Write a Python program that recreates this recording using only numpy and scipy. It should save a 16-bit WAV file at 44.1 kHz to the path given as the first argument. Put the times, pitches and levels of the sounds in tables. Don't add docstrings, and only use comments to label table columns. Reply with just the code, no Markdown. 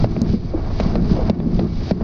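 import sys
import numpy as np
from scipy import signal
from scipy.fft import rfft, irfft, next_fast_len
from scipy.io import wavfile
from scipy.ndimage import uniform_filter1d, map_coordinates

SR = 44100
rng = np.random.default_rng(int(sys.argv[2]) if len(sys.argv) > 2 else 0)


def transcribe(signal):
    frames = np.atleast_2d(signal).T
    limited = np.clip(frames, -1, 1)
    pcm = np.round(limited * 32767).astype(np.int16)
    wavfile.write(sys.argv[1], SR, pcm)


N = 89919

# start_s, ring_db, crack_db, thud_db, crack_t60_s, crack_top_hz
PANEL_KNOCKS = [(0.0434, -0.5, -24.5, -9, 0.021, 4800), (.165, -11.5, -32.5, -5, 0.019, 4000),
                (0.2936, -22.5, -42, -29, .014, 2000), (0.7998, -4, -24, -7.5, 0.029, 6000),
                (0.8042, -19.5, -27, -4.5, 0.021, 6200), (0.955, -3.5, -28, -1, 0.034, 5660),
                (1.2974, -2, -22.5, 2.5, 0.025, 6230), (1.401, -16.5, -34.5, -13, .025, 4200),
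                (1.593, -5.5, -26, -1, 0.016, 5000), (1.597, -11.5, -27.5, -27, 0.0094, 4800),
                (1.91, -1.5, -25, 2, 0.031, 6200), (2.01, -12, -42, -3.5, 0.023, 5000)]
# pitch_hz, relative_level_db, t60_s
PANEL_MODES = [(485.4, -7.5, 0.021), (594, -0.5, 0.016), (590, -25.5, 0.031), (1005, -19, .009)]
# frequency_hz, relative_level_db
CRACK_SPECTRUM = [(300, -17.5), (900, 9.5), (1500, 3.5), (2300, 5.5), (3000, -3), (4200, 4), (6000, -6.5),
                  (8500, -12), (12000, -71)]
# start_s, level_db, pitch_hz, t60_s
TRACK_BUMPS = [(0.028, -7, 119, 0.13), (0.215, -7, 227.4, .13), (.297, -6.5, 90, 0.046),
               (0.336, -5.5, 211, 0.13), (.443, -17, 229.2, 0.11), (0.544, -9, 324, 0.082),
               (0.859, 0.5, 175, 0.037), (0.965, -20, 232.8, 0.35), (1.021, 2, 172, 0.017),
               (1.094, -13, 71, .09), (1.113, -1, 177, 0.044), (1.142, -8.5, 79, 0.082),
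               (1.236, -12.5, 67.4, 0.19), (1.461, -9, 226.7, 0.19), (1.586, 1, 146, 0.029)]
# start_s, level_db, top_hz
FITTING_TICKS = [(.2172, -19.5, 16000), (.3415, -31, 6000), (.376, -39, 5500), (1.054, -34, 4200),
                 (1.431, -38, 5000), (1.468, -40, 5200), (1.569, -36, 6500)]
# frequency_hz, relative_level_db
TICK_SPECTRUM = [(1200, -8), (2700, -10), (3700, 9), (4700, 16), (6800, 5.5), (9000, -15.5), (15500, -21)]
# start_s, level_db, t60_s
FITTING_RATTLES = [(0.533, -29.5, 0.24), (1.164, -18, 0.089), (1.188, -24, 0.22)]
# frequency_hz, relative_level_db
RATTLE_SPECTRUM = [(250, -18), (500, 12.5), (720, 4), (1200, -11), (1700, -28.5), (5000, -43),
                   (8000, -68.5)]
# centre_hz, width_hz, relative_level_db
LOWER_CABIN_MODES = [(172.5, 28.4, 2.5), (219.8, 10.4, 1)]
UPPER_CABIN_MODES = [(263.7, 150, -10), (344.2, 25, 1.5), (411.6, 11, 0.5)]
# time_s, level_db
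LOWER_BOOM_COURSE = [(0, -18), (.12, -27.5), (.25, -23), (.36, -22.5), (.42, -35), (.47, -29), (.52, -42),
                     (.72, -30.5), (.86, -29.5), (1.0, -19.5), (1.13, -24), (1.36, -25.5), (1.42, -22.5),
                     (1.47, -20), (1.54, -20.5), (1.62, -19.5), (1.86, -38.5), (1.97, -24), (2.04, -33.5)]
UPPER_BOOM_COURSE = [(0, -29.5), (.15, -34), (.34, -30.5), (.42, -40.5), (.52, -37.5), (.59, -30.5),
                     (.66, -37), (.8, -36.5), (.97, -25.5), (1.05, -37.5), (1.12, -23.5), (1.25, -33),
                     (1.53, -34.5), (1.63, -22.5), (1.72, -43.5), (1.88, -33), (2.04, -32.5)]
# time_s, level_db
RUMBLE_COURSE = [(0.0, -24), (0.09, -26), (0.32, -23), (0.37, -27.5), (0.75, -24), (1.15, -20.5),
                 (1.19, -26.5), (1.28, -16.5), (1.34, -30), (1.6, -24.5), (1.92, -24.5), (1.95, -33),
                 (2.04, -23.5)]
SWAY_COURSE = [(0.0, -14), (0.09, -33), (0.12, -27.5), (0.22, -33.5), (0.31, -24), (0.4, -32), (0.6, -23),
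               (1.26, -22), (1.32, -45), (1.59, -16.5), (1.66, -49), (1.78, -19), (1.87, -40),
               (2.04, -25.5)]
# frequency_hz, relative_level_db (per Hz)
RUMBLE_SPECTRUM = [(25, -23.5), (50, -0.5), (70, -1.5), (110, -0.5), (150, -12), (260, -11), (600, -67.5)]
SWAY_SPECTRUM = [(10, -10), (26, -3), (42, -5), (70, -27.5), (150, -66)]
# time_s, level_db
RUSH_COURSE = [(0, -37), (.1, -44.5), (.3, -44), (.4, -51.5), (.51, -47.5), (.58, -40.5), (.75, -41.5),
               (.88, -36), (1.02, -40.5), (1.23, -39), (1.29, -36.5), (1.33, -47.5), (1.5, -46.5),
               (1.62, -42), (1.72, -48.5), (1.89, -41.5), (1.95, -49.5), (2.04, -38.5)]
HISS_COURSE = [(0, -44), (.04, -44.5), (.065, -55.5), (.14, -51), (.2, -50.5), (.24, -57.5), (.28, -47.5),
               (.33, -46.5), (.39, -56.5), (.47, -53.5), (.55, -56), (.7, -51), (.81, -43), (.94, -47.5),
               (.99, -56), (1.11, -44), (1.2, -50.5), (1.29, -49.5), (1.315, -62.5), (1.44, -60.5),
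               (1.57, -49.5), (1.66, -56), (1.8, -48), (1.905, -41.5), (1.925, -60.5), (2.04, -54.5)]
# frequency_hz, relative_level_db (per Hz)
RUSH_SPECTRUM = [(150, -25), (330, -9.5), (450, 2.5), (680, 9.5), (850, 2), (1250, -3), (1800, -11),
                 (3000, -22.5), (6000, -77.5)]
HISS_SPECTRUM = [(500, -28.5), (1400, 3), (2200, 4), (3100, 3), (4000, 6.5), (4900, 8), (5600, -1),
                 (6500, -12), (7400, -24.5), (9000, -83.5)]
# centre_hz, width_hz, lift_db
CAR_COLOUR = [(1113, 48, 3.5), (2257, 35, 8.5), (3735, 31, 2), (4640, 67, 4.5), (6030, 670, 5.5)]

THUD_START_HZ, THUD_HZ, THUD_SAG_S = 345, 185.8, 0.002
THUD_RISE_S, THUD_T60_S, THUD_LAG_S = 0.004, 0.035, 0.0033
CRACK_RISE_S, CRACK_SCATTER_DB = 0.0005, 1.5
KNOCK_SNAP_DB, TICK_SNAP_DB, SNAP_LAG_S = 15, 5, 0.0007
BUMP_RISE_S = 0.002
BUMP_OVERTONE, BUMP_OVERTONE_DB = 2.3, -22.5
TICK_RISE_S, TICK_T60_S = 0.0002, 0.005
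RATTLE_GRAIN_DB = 2.5
CABIN_TOP_HZ = 470
RUSH_LIFT_DB, RUSH_FLUTTER_DB = 3, 1.8
HISS_LIFT_DB, HISS_FLUTTER_DB = 1.9, 1.0
GRIT_PER_S, GRIT_DB = 45, 4
TOP_HZ = 15800


def panel():
    out = np.zeros(N)
    for start_s, ring_db, crack_db, thud_db, crack_t60_s, top_hz in PANEL_KNOCKS:
        hollow = sum(amp(db) * ring(start_s, hz, t60_s, rise_s=0.0013) for hz, db, t60_s in PANEL_MODES)
        colour = [(hz, db + CRACK_SCATTER_DB * rng.standard_normal()) for hz, db in CRACK_SPECTRUM]
        crack = contact(start_s, colour, crack_t60_s, CRACK_RISE_S, KNOCK_SNAP_DB)
        out -= amp(ring_db) * hollow
        out -= amp(thud_db) * thud(start_s + THUD_LAG_S)
        out += amp(crack_db) * dulled(crack, top_hz)
    return out


def thud(start_s):
    t = since(start_s)
    turns = THUD_HZ * t + (THUD_START_HZ - THUD_HZ) * THUD_SAG_S * (1 - np.exp(-t / THUD_SAG_S))
    return np.sin(2 * np.pi * turns) * fade(start_s, THUD_T60_S, THUD_RISE_S)


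def bumps():
    out = np.zeros(N)
    for start_s, db, hz, t60_s in TRACK_BUMPS:
        hum = ring(start_s, hz, t60_s, BUMP_RISE_S)
        overtone = ring(start_s, hz * BUMP_OVERTONE, t60_s, BUMP_RISE_S)
        out += amp(db) * (hum + amp(BUMP_OVERTONE_DB) * overtone)
    return out


def ticks():
    out = np.zeros(N)
    for start_s, db, top_hz in FITTING_TICKS:
        tick = contact(start_s, TICK_SPECTRUM, TICK_T60_S, TICK_RISE_S, TICK_SNAP_DB)
        out += amp(db) * dulled(tick, top_hz)
    return out


def rattles():
    chatter = unit(noise(RATTLE_SPECTRUM) * amp(RATTLE_GRAIN_DB * wobble(220)))
    return chatter * sum(amp(db) * fade(start_s, t60_s, rise_s=0.0021)
                         for start_s, db, t60_s in FITTING_RATTLES)


def boom():
    lower = cabin(LOWER_CABIN_MODES) * amp(curve(LOWER_BOOM_COURSE))
    upper = cabin(UPPER_CABIN_MODES) * amp(curve(UPPER_BOOM_COURSE))
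    return lower + upper


def cabin(modes):
    def response(f):
        resonances = sum(amp(db) * 1j * f * width / (centre ** 2 - f ** 2 + 1j * f * width)
                         for centre, width, db in modes)
        return resonances / (1 + (f / CABIN_TOP_HZ) ** 6)
    return steadied(filtered(rng.standard_normal(N), response), window_s=0.1)


def rumble():
    return steadied(noise(RUMBLE_SPECTRUM), window_s=0.065) * amp(curve(RUMBLE_COURSE))


def sway():
    return steadied(noise(SWAY_SPECTRUM), window_s=0.15) * amp(curve(SWAY_COURSE))


def rush():
    level_db = curve(RUSH_COURSE) + RUSH_LIFT_DB + RUSH_FLUTTER_DB * wobble(80)
    return coloured(noise(RUSH_SPECTRUM) * amp(level_db))


def hiss():
    level_db = curve(HISS_COURSE) + HISS_LIFT_DB + HISS_FLUTTER_DB * wobble(110)
    return coloured(noise(HISS_SPECTRUM) * amp(level_db) * gritty())


def gritty():
    hits = (rng.random(N) < GRIT_PER_S / SR) * rng.random(N)
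    tick_shape = fade(0, 2 * TICK_T60_S, TICK_RISE_S)
    return unit(1 + amp(GRIT_DB) * signal.fftconvolve(hits, tick_shape)[:N])


def coloured(x):
    def response(f):
        return amp(sum(db / (1 + (2 * (f - centre) / width) ** 2) for centre, width, db in CAR_COLOUR))
    return filtered(x, response)


def contact(start_s, points, t60_s, rise_s, snap_db):
    force = steadied(rng.standard_normal(N), window_s=0.0025) * fade(start_s, t60_s, rise_s)
    force[round((start_s + SNAP_LAG_S) * SR)] -= amp(snap_db)
    return filtered(force, lambda hz: unit(spectrum_gain(points, hz)))


def ring(start_s, hz, t60_s, rise_s):
    return np.sin(2 * np.pi * hz * since(start_s)) * fade(start_s, t60_s, rise_s)


def fade(start_s, t60_s, rise_s):
    t = since(start_s)
    return np.exp(-np.log(1000) * t / t60_s) * (1 - np.exp(-t / rise_s))


def since(start_s):
    return np.maximum(np.arange(N) / SR - start_s, 0)


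def noise(points):
    return unit(filtered(rng.standard_normal(N), lambda hz: spectrum_gain(points, hz)))


def spectrum_gain(points, hz):
    f, db = np.transpose(points)
    return amp(np.interp(np.log(hz + 1), np.log(f), db, right=-120))


def steadied(x, window_s):
    power = np.abs(uniform_filter1d(x * x, max(int(window_s * SR), 8)))
    return unit(x / np.sqrt(power + 1e-9))


def dulled(x, top_hz):
    return filtered(x, lambda f: 1 / (1 + (f / top_hz) ** 10))


def filtered(x, response):
    m = next_fast_len(N + SR // 2)
    return irfft(rfft(x, m) * response(np.fft.rfftfreq(m, 1 / SR)), m)[:N]


def curve(rows):
    return np.interp(np.arange(N) / SR, *np.transpose(rows))


def wobble(rate):
    knots = rng.standard_normal(int(N * rate / SR) + 4)
    return map_coordinates(knots, [np.arange(N) * rate / SR])


def unit(x):
    return x / np.sqrt(np.mean(x ** 2) + 1e-20)


def amp(db):
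    return 10 ** (np.asarray(db) / 20)


def scene():
    blows = panel() + bumps() + ticks() + rattles()
    running = boom() + rumble() + sway() + rush() + hiss()
    return (blows + running)[None]


def record(dry):
    return filtered(dry[0], lambda hz: hz < TOP_HZ)[None]


dry = scene()
out = record(dry)
transcribe(out)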